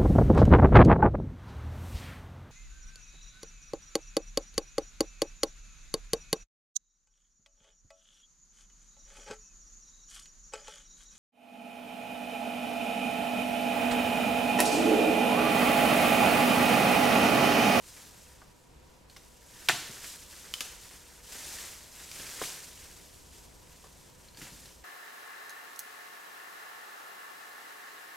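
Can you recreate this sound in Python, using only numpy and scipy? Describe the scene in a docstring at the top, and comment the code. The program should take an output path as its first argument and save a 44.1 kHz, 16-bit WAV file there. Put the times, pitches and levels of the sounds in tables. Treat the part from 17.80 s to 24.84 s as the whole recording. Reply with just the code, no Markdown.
"""Dry leaves rustle over the still air of a quiet wood: a dead limb is being pulled off a trunk,
just right of the stereo microphones. Its fibres tear and the wood rings in one loud crack; twigs snap,
the crown sweeps down and the butt knocks on the ground. Then the leaves settle and feet scuffle at
the trunk. Near foliage and far trees scatter every blow back."""
import sys
import numpy as np
from scipy import signal
from scipy.fft import rfft, irfft
from scipy.io import wavfile

SR = 44100
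rng = np.random.default_rng(int(sys.argv[2]) if len(sys.argv) > 2 else 0)


def to_wav(s):
    """Save 16-bit WAV."""
    ch = np.atleast_2d(s).T  # columns
    pcm = np.round(np.clip(ch, -1, 1) * 32767)  # PCM
    wavfile.write(sys.argv[1], SR, pcm.astype(np.int16))


N = 310464

# still forest air: (frequency [Hz], relative density [dB])
AIR_COLOUR = [(20, -8.5), (45, 0), (65, 0.5), (95, -6.5), (150, -6), (230, -9.5), (380, -11), (520, -13.5),
              (750, -15.5), (1300, -21), (3000, -26.5), (7000, -33), (15000, -55)]
# how alike the quiet background is at the two microphones: (frequency [Hz], likeness [0-1])
AIR_LIKENESS = [(30, 0.99), (70, 0.99), (140, 0.77), (280, 0.01), (600, 0.09), (1200, 0.05), (4000, 0.36),
                (12000, 0.7)]
# a faint steady hum: (frequency [Hz], width [Hz], level [dB])
HUM_BANDS = [(497, 39, -71.5), (960, 56, -71)]
# what trunks and foliage throw back: (frequency [Hz], gain [dB])
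ECHO_COLOUR = [(100, 8), (350, -8), (700, 5.5), (1400, 0.5), (2500, -3.5), (4000, 0.5), (7000, 5),
               (14000, 4.5)]
# how long the far trunks answer: (frequency [Hz], t60 [s])
ECHO_T60 = [(100, 0.77), (700, 0.51), (2000, 0.66), (5000, 0.77), (14000, 0.63)]
# dry leaves ticking: (frequency [Hz], relative density [dB])
LEAF_COLOUR = [(1200, -11.5), (2500, -7), (4000, -4), (5500, -1.5), (7300, -0.5), (10000, -5.5),
               (13000, -5), (15500, -16)]
# twigs scraping: (frequency [Hz], relative density [dB])
SCRAPE_COLOUR = [(90, -23), (180, -3), (400, 0), (800, -2.5), (1100, -2.5), (1700, 3), (2600, -1),
                 (4000, -12.5), (8000, -19)]
# each tug, swing or fall shakes the crown: (start [s], swell [s], hold [s], leaves [dB], twigs [dB])
SHAKES = [(-0.02, 0.12, 0.14, -53, -61.5), (0.323, 0.074, 0.14, -61, -66),
          (1.04, 0.044, 0.092, -70.5, -85.5), (1.282, 0.054, 0.27, -63, -75),
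          (1.575, 0.49, 0.15, -49.5, -55), (2.215, 0.037, 0.025, -46, -60), (2.461, 0.086, 0.27, -53, -60),
          (2.747, 0.094, 0.037, -52, -56.5), (2.983, 0.055, 0.093, -54, -60),
          (3.24, 0.049, 0.1, -59, -64.5), (3.414, 0.24, 0.2, -44.5, -52), (4.087, 0.14, 0.12, -50.5, -57.5),
          (4.302, 0.15, 0.23, -46, -51), (4.584, 0.046, 0, -42, -57), (4.957, 0.064, 0.037, -55.5, -59),
          (5.49, .08, 0, -57.5, -67), (5.806, 0.13, 0.36, -61.5, -69.5), (6.384, 0.023, 0.048, -61, -69.5),
          (6.544, 0.085, 0.043, -51, -56.5), (6.69, 0.14, 0, -56, -81)]
# limb and feet on the ground: (time [s], level [dB], treble cutoff [Hz], t60 [s])
THUDS = [(.618, -50.5, 1400, 0.06), (1.366, -53, 1200, .05), (1.925, -46, 260, .2),
         (2.095, -46.5, 400, 0.12), (2.808, -48.5, 890, 0.081), (4.3964, -48.5, 503, 0.14),
         (4.6157, -31.5, 1600, 0.03), (4.6239, -37, 600, 0.049), (4.637, -58, 1400, 0.032),
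         (4.645, -51.5, 220, 0.13), (6.042, -56, 1290, 0.22), (6.583, -52, 300, .13),
         (6.618, -48, 340, .18), (6.719, -51, 322, 0.16)]
# the butt's knock, choked by the soil: (frequency [Hz], level [dB], t60 [s])
BUTT_MODES = [(425, -30.5, 0.033), (725, -30.5, 0.029), (1040, -26.5, 0.023), (1600, -27, 0.013),
              (2080, -38, .012)]
# the louder twigs breaking: (time [s], ring [dB], pitch [Hz], splinters [dB], splinter t60 [s])
SNAPS = [(0.6173, -46, 1160, -59, .018), (1.2982, -50, 4260, -55.5, .07), (1.364, -51, 2150, -48.5, 0.054),
         (1.368, -48, 5200, -54, .04), (2.2433, -53, 2380, -42.5, .06), (2.739, -26.5, 3040, -31, 0.025),
         (2.8067, -34, 2260, -27, 0.022), (2.8101, -38.5, 1260, -36, 0.036),
         (3.523, -54, 2960, -44.5, 0.096), (3.7868, -42, 1790, -42, 0.023), (4.3148, -45, 4480, -38, .02),
         (4.397, -46, 1680, -44.5, .07), (4.6217, -50, 3000, -35, .034), (4.637, -40, 2220, -37.5, 0.13),
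         (6.041, -50, 1110, -56, 0.045), (6.486, -52, 4160, -60, .035), (6.5466, -53, 4300, -56, 0.044),
         (6.572, -49, 4570, -49, .035), (6.616, -45, 2080, -46, 0.16), (6.857, -54, 5400, -52, 0.046)]
# the ring of a snapped twig: (multiple of its pitch [ratio], relative level [dB])
STICK_MODES = [(1, 3), (1.08, -9), (1.38, -16), (1.7, -15), (.72, -27)]
# a twig's fine fibres tearing: (frequency [Hz], relative density [dB])
SPLINTER_COLOUR = [(60, -37), (200, -28), (700, -5), (1500, 3), (3000, 7), (5500, 1), (8000, -2.5),
                   (12000, -3.5), (15500, -15)]
# the limb's thick fibres tearing: (frequency [Hz], relative density [dB])
CRACK_COLOUR = [(60, -30), (160, -15), (320, 4), (700, -25.5), (1050, -6), (1400, -5), (2000, 2),
                (3000, 3.5), (4600, -1.5), (7000, -6.5), (10000, -11), (13000, -14), (15500, -24)]
# the ring of the whole limb: (frequency [Hz], relative level [dB], t60 before the cap in struck_wood [s])
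LIMB_MODES = [(136, -24, .1), (347, -10, 0.033), (394, -32, 0.063), (644, -17, 0.11), (727, -6, 0.033),
              (880, -6.5, 0.064), (1140, -7, 0.019), (1353, -4, 0.029), (1550, 3.5, 0.06),
              (1786, -3.5, 0.036), (1880, -2, 0.017), (2060, -4, 0.041), (2470, -15, 0.063),
              (2630, -13.5, 0.034), (2830, -9, 0.028), (3420, -22, 0.016), (4510, -7, 0.024),
              (7350, -12, 0.021)]
# the limb gives way in a quick run: (time [s], ring [dB], splinters [dB], splinter t60 [s])
RUPTURES = [(1.8862, -53, -24.5, 0.054), (1.8873, -28, -10, 0.015), (1.89, -49, -27, 0.013),
            (1.8925, -24, -34, 0.017), (1.8941, -17, -45, 0.042), (1.9002, -26.5, -31, 0.11),
            (1.912, -43, -34, 0.17), (1.945, -66, -45, 0.68)]


def from_db(db):
    """Decibels to gain."""
    return 10 ** (np.asarray(db) / 20)


def rms_one(x):
    """Scale to rms 1."""
    return x / np.sqrt(np.mean(x ** 2) + 1e-20)


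def at_hz(points, hz):
    """A curve read on a log-frequency axis."""
    f, value = np.transpose(points)
    return np.interp(np.log(np.maximum(hz, 1)), np.log(f), value)


def bins(x):
    """Frequencies of the transform of x."""
    return np.fft.rfftfreq(x.shape[-1], 1 / SR)


def coloured(x, spectrum):
    """Filter x by a smooth spectrum."""
    return irfft(rfft(x) * from_db(at_hz(spectrum, bins(x))), x.shape[-1])


def filtered(x, kind, hz, order):
    """A Butterworth low-pass or high-pass."""
    return signal.sosfilt(signal.butter(order, hz, kind, fs=SR, output="sos"), x + 1e-18)


def drift(per_s):
    """A random wander through per_s values a second."""
    knots = rng.standard_normal(4096)
    return np.interp(np.arange(N) / SR * per_s, np.arange(len(knots)), knots)


def dying(t60, size=16384):
    """An envelope that falls 60 dB in t60 seconds."""
    return from_db(-60 * np.arange(size) / SR / t60)


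def add(out, start_s, sound):
    """Mix a sound in at start_s."""
    i = round(start_s * SR)
    out[i:i + len(sound)] += sound[:N - i]


def stereo_noise(likeness, size):
    """White noise on which the two microphones agree more in some bands than in others."""
    white = rng.standard_normal((2, size))
    mid, side = rfft(white)
    alike = np.clip(at_hz(likeness, bins(white)), 0, 1)
    return irfft(np.sqrt(1 + alike) * mid + np.sqrt(1 - alike) * side * [[1], [-1]], size)


def hum(hz, width_hz):
    """Noise in one narrow resonance, heard as a blurred tone."""
    radius, angle = np.exp(-np.pi * width_hz / SR), 2 * np.pi * hz / SR
    poles = [1, -2 * radius * np.cos(angle), radius ** 2]
    return rms_one(signal.lfilter([.5, 0, -.5], poles, rng.standard_normal(N)))


def forest_air(level_db=-57.5, waver_db=1.0):
    """The bed of the place: a low, far rumble that wavers slightly, with a faint hum in it."""
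    air = rms_one(coloured(stereo_noise(AIR_LIKENESS, N), AIR_COLOUR))
    air *= from_db(level_db - waver_db * drift(per_s=7.3))
    return air + sum(from_db(db) * hum(hz, width_hz) for hz, width_hz, db in HUM_BANDS)


def tree_echoes(blows, near_db=5.5, near_t60=0.047, build_s=0.0024):
    """Foliage near the microphones scatters a quick wash of echoes, far trunks a longer tail."""
    noise = stereo_noise([(200, 1.0), (2000, 1.0), (4500, 0.88), (8000, 0.54), (13000, 0.17)], SR)
    spectrum, hz, tail = rfft(noise), bins(noise), 0
    near = from_db(near_db) * dying(near_t60, SR)
    edges_hz = np.geomspace(50, SR / 2, 14)
    for low, high in zip(edges_hz, edges_hz[1:]):
        band = irfft(spectrum * ((hz >= low) & (hz < high)), SR)
        far = dying(at_hz(ECHO_T60, np.sqrt(low * high)), SR)
        tail += band * (near + far)
    tail *= 1 - np.exp(-np.arange(SR) / SR / build_s)
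    response = coloured(rms_one(tail) / np.sqrt(SR), ECHO_COLOUR)
    return signal.fftconvolve(blows[None], response, axes=1)[:, :N]


def shake(t, swell_s, hold_s, calm_db_per_s):
    """One shake, t seconds after its start: it swells, holds while the limb moves, then dies away."""
    swell = np.sin(np.pi / 2 * np.clip(t / swell_s, 0, 1))
    return swell * from_db(-calm_db_per_s * np.maximum(t - swell_s - hold_s, 0))


def agitation(leaf_rest_db=-76, twig_rest_db=-78, flutter_db=-10):
    """Gains of leaves and twigs: never quite still, and overlapping shakes add in power."""
    t = np.arange(0, N, 64) / SR
    leaf_power, twig_power = from_db(leaf_rest_db) ** 2, from_db(twig_rest_db) ** 2
    for start, swell_s, hold_s, leaf_db, twig_db in SHAKES:
        age = t - start
        # most leaves calm down quickly, but a few flutter on
        rush = from_db(leaf_db) * shake(age, swell_s, hold_s, calm_db_per_s=63.5)
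        flutter = from_db(leaf_db + flutter_db) * shake(age, swell_s, hold_s, calm_db_per_s=11)
        scrape = from_db(twig_db) * shake(age, swell_s, hold_s, calm_db_per_s=45.5)
        leaf_power += rush ** 2 + flutter ** 2
        twig_power += scrape ** 2
    return [np.interp(np.arange(N) / SR, t, np.sqrt(power)) for power in (leaf_power, twig_power)]


def rustle(colour, per_s, clump_db, lag_spread_s=1.5e-5):
    """Countless tiny contacts in clumps; each reaches the two microphones with a lag of its own."""
    touched = rng.random(N) < per_s / SR
    size_db = np.minimum(rng.exponential(1, N), 4)
    contacts = touched * from_db(size_db) * rng.choice([-1, 1], N)
    left = contacts * from_db(clump_db * drift(per_s=70))
    lag = np.round(lag_spread_s * SR * rng.standard_normal(N)).astype(int)
    right = np.bincount((np.arange(N) + lag) % N, left, N)
    return rms_one(coloured(np.array([left, right]), colour))


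def crackle(per_s=1300, low_hz=2554, high_hz=10080, t60=0.009):
    """Stiff leaves and twig ends flick each other, each with a brief pitch of its own."""
    out, t = np.zeros(N), np.arange(512) / SR
    fade = dying(t60, len(t))
    for when, pitch, size in rng.random((int(per_s * N / SR), 3)):
        hz = low_hz + (high_hz - low_hz) * pitch
        size_db = min(-np.log(size), 4)
        add(out, when * (N - 1) / SR, from_db(size_db) * fade * np.sin(2 * np.pi * hz * t))
    return rms_one(out)


def crown(leaf_gain, twig_gain, crackle_db=-6):
    """Dry leaves tick brightly and crackle; the twigs that carry them scrape lower."""
    leaves = rustle(LEAF_COLOUR, per_s=9000, clump_db=1.24)
    twigs = rustle(SCRAPE_COLOUR, per_s=2500, clump_db=2.5)
    leaves += from_db(crackle_db) * crackle()
    return leaves * leaf_gain + twigs * twig_gain


def ground_thuds(bass_cut_hz=120):
    """The soft forest floor takes the edge off a blow and damps it at once."""
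    out = np.zeros(N)
    for start, level_db, cutoff_hz, t60 in THUDS:
        fade = dying(t60)
        crush = filtered(fade * rng.standard_normal(len(fade)), "low", cutoff_hz, order=3)
        crush -= filtered(crush, "low", bass_cut_hz, order=1)
        crush *= np.linalg.norm(fade) / np.linalg.norm(crush)
        add(out, start, from_db(level_db) * crush)
    return out


def struck_wood(modes, longest_t60=0.06):
    """Dead wood rings only briefly after a blow; neighbouring modes swing in opposite directions."""
    t, ring = np.arange(16384) / SR, 0
    for k, (hz, db, t60) in enumerate(modes):
        fade = dying(min(t60, longest_t60), len(t))
        ring += (-1) ** k * from_db(db) * fade * np.sin(2 * np.pi * hz * t)
    return ring


def butt_landing(start_s=4.6161):
    """The thick end hits the soil with one short, hollow knock."""
    out = np.zeros(N)
    add(out, start_s, struck_wood(BUTT_MODES))
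    return out


def splinters(colour, t60, uneven_db):
    """Fibres tear in a burst of uneven clicks that dies away."""
    fade = dying(t60)
    sizes, spread = rng.standard_normal((2, len(fade)))
    clicks = sizes * from_db(uneven_db * np.clip(spread, -2, 2))
    burst = fade * coloured(clicks, colour)
    return burst * np.linalg.norm(fade) / np.linalg.norm(burst)


def small_snaps(leaf_gain, per_s=4, relative_db=-3, low_hz=1700, high_hz=5900, splinter_t60=0.044):
    """Small twigs break at random, louder the harder the crown shakes; returns rows as in SNAPS."""
    rows = []
    for when, pitch in rng.random((int(per_s * N / SR), 2)):
        i = int(when * (N - 1))
        db = 20 * np.log10(leaf_gain[i]) + relative_db
        hz = low_hz + (high_hz - low_hz) * pitch
        rows.append((i / SR, db, hz, db, splinter_t60))
    return rows


def twig_snaps(rows, stick_t60=0.023, click_db=2.5):
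    """Each snap is a short ping of the broken stick, one hard click and a spray of splinters."""
    pings, cracks = np.zeros(N), np.zeros(N)
    for start, ring_db, hz, splinter_db, splinter_t60 in rows:
        ping = struck_wood([(hz * ratio, db, stick_t60) for ratio, db in STICK_MODES])
        click = from_db(click_db) * splinters(SPLINTER_COLOUR, t60=0.0045, uneven_db=4.0)
        spray = splinters(SPLINTER_COLOUR, splinter_t60, uneven_db=4.5)
        add(pings, start, from_db(ring_db) * ping)
        add(cracks, start, from_db(splinter_db) * (click + spray))
    return pings, cracks


def far_crack(level_db=2.0):
    """Out at the surrounding trees, the limb's ruptures merge into a single report."""
    click = np.zeros(N)
    add(click, RUPTURES[1][0], np.ones(1))  # at the loudest tear
    report = coloured(click, CRACK_COLOUR)
    return from_db(level_db) * report / np.linalg.norm(report)


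def limb_break():
    """The crack at the trunk: fibres tear first; as the core lets go, the whole limb rings."""
    ring, tearing = np.zeros(N), np.zeros(N)
    knock = struck_wood(LIMB_MODES)
    for start, ring_db, splinter_db, t60 in RUPTURES:
        add(ring, start, from_db(ring_db) * knock)
        add(tearing, start, from_db(splinter_db) * splinters(CRACK_COLOUR, t60, uneven_db=2.0))
    ring = filtered(ring, "high", hz=100, order=2)  # the ring carries no deep bass
    return ring, tearing


def from_the_right(pair, lag_s=4.5e-6):
    """The tree stands just to the right, so its sound reaches the left microphone later."""
    delay = np.exp(-2j * np.pi * bins(pair) * lag_s)
    return np.array([irfft(rfft(pair[0]) * delay, N), pair[1]])


def scene():
    """At the microphones: blows arrive directly and again from the trees, over the rustle and the air."""
    leaf_gain, twig_gain = agitation()
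    ring, tearing = limb_break()
    knocks = ground_thuds() + butt_landing()
    pings, cracks = twig_snaps(SNAPS + small_snaps(leaf_gain))
    limb_to_trees = far_crack() + from_db(-12) * ring
    twigs_to_trees = from_db(-8) * pings + from_db(-4.5) * cracks
    echoes = tree_echoes(limb_to_trees + twigs_to_trees + from_db(-11.5) * knocks)
    direct = ring + tearing + pings + cracks + knocks + crown(leaf_gain, twig_gain)
    return forest_air() + echoes + from_the_right(direct)


def record(dry, headroom=0.45, cutoff_hz=15800):
    """The recorder rounds the loudest peaks and cuts the top steeply."""
    rounded = headroom * np.tanh(dry / headroom)
    return signal.sosfilt(signal.ellip(10, .1, 80, cutoff_hz, fs=SR, output="sos"), rounded)


dry = scene()
out = record(dry)
to_wav(out)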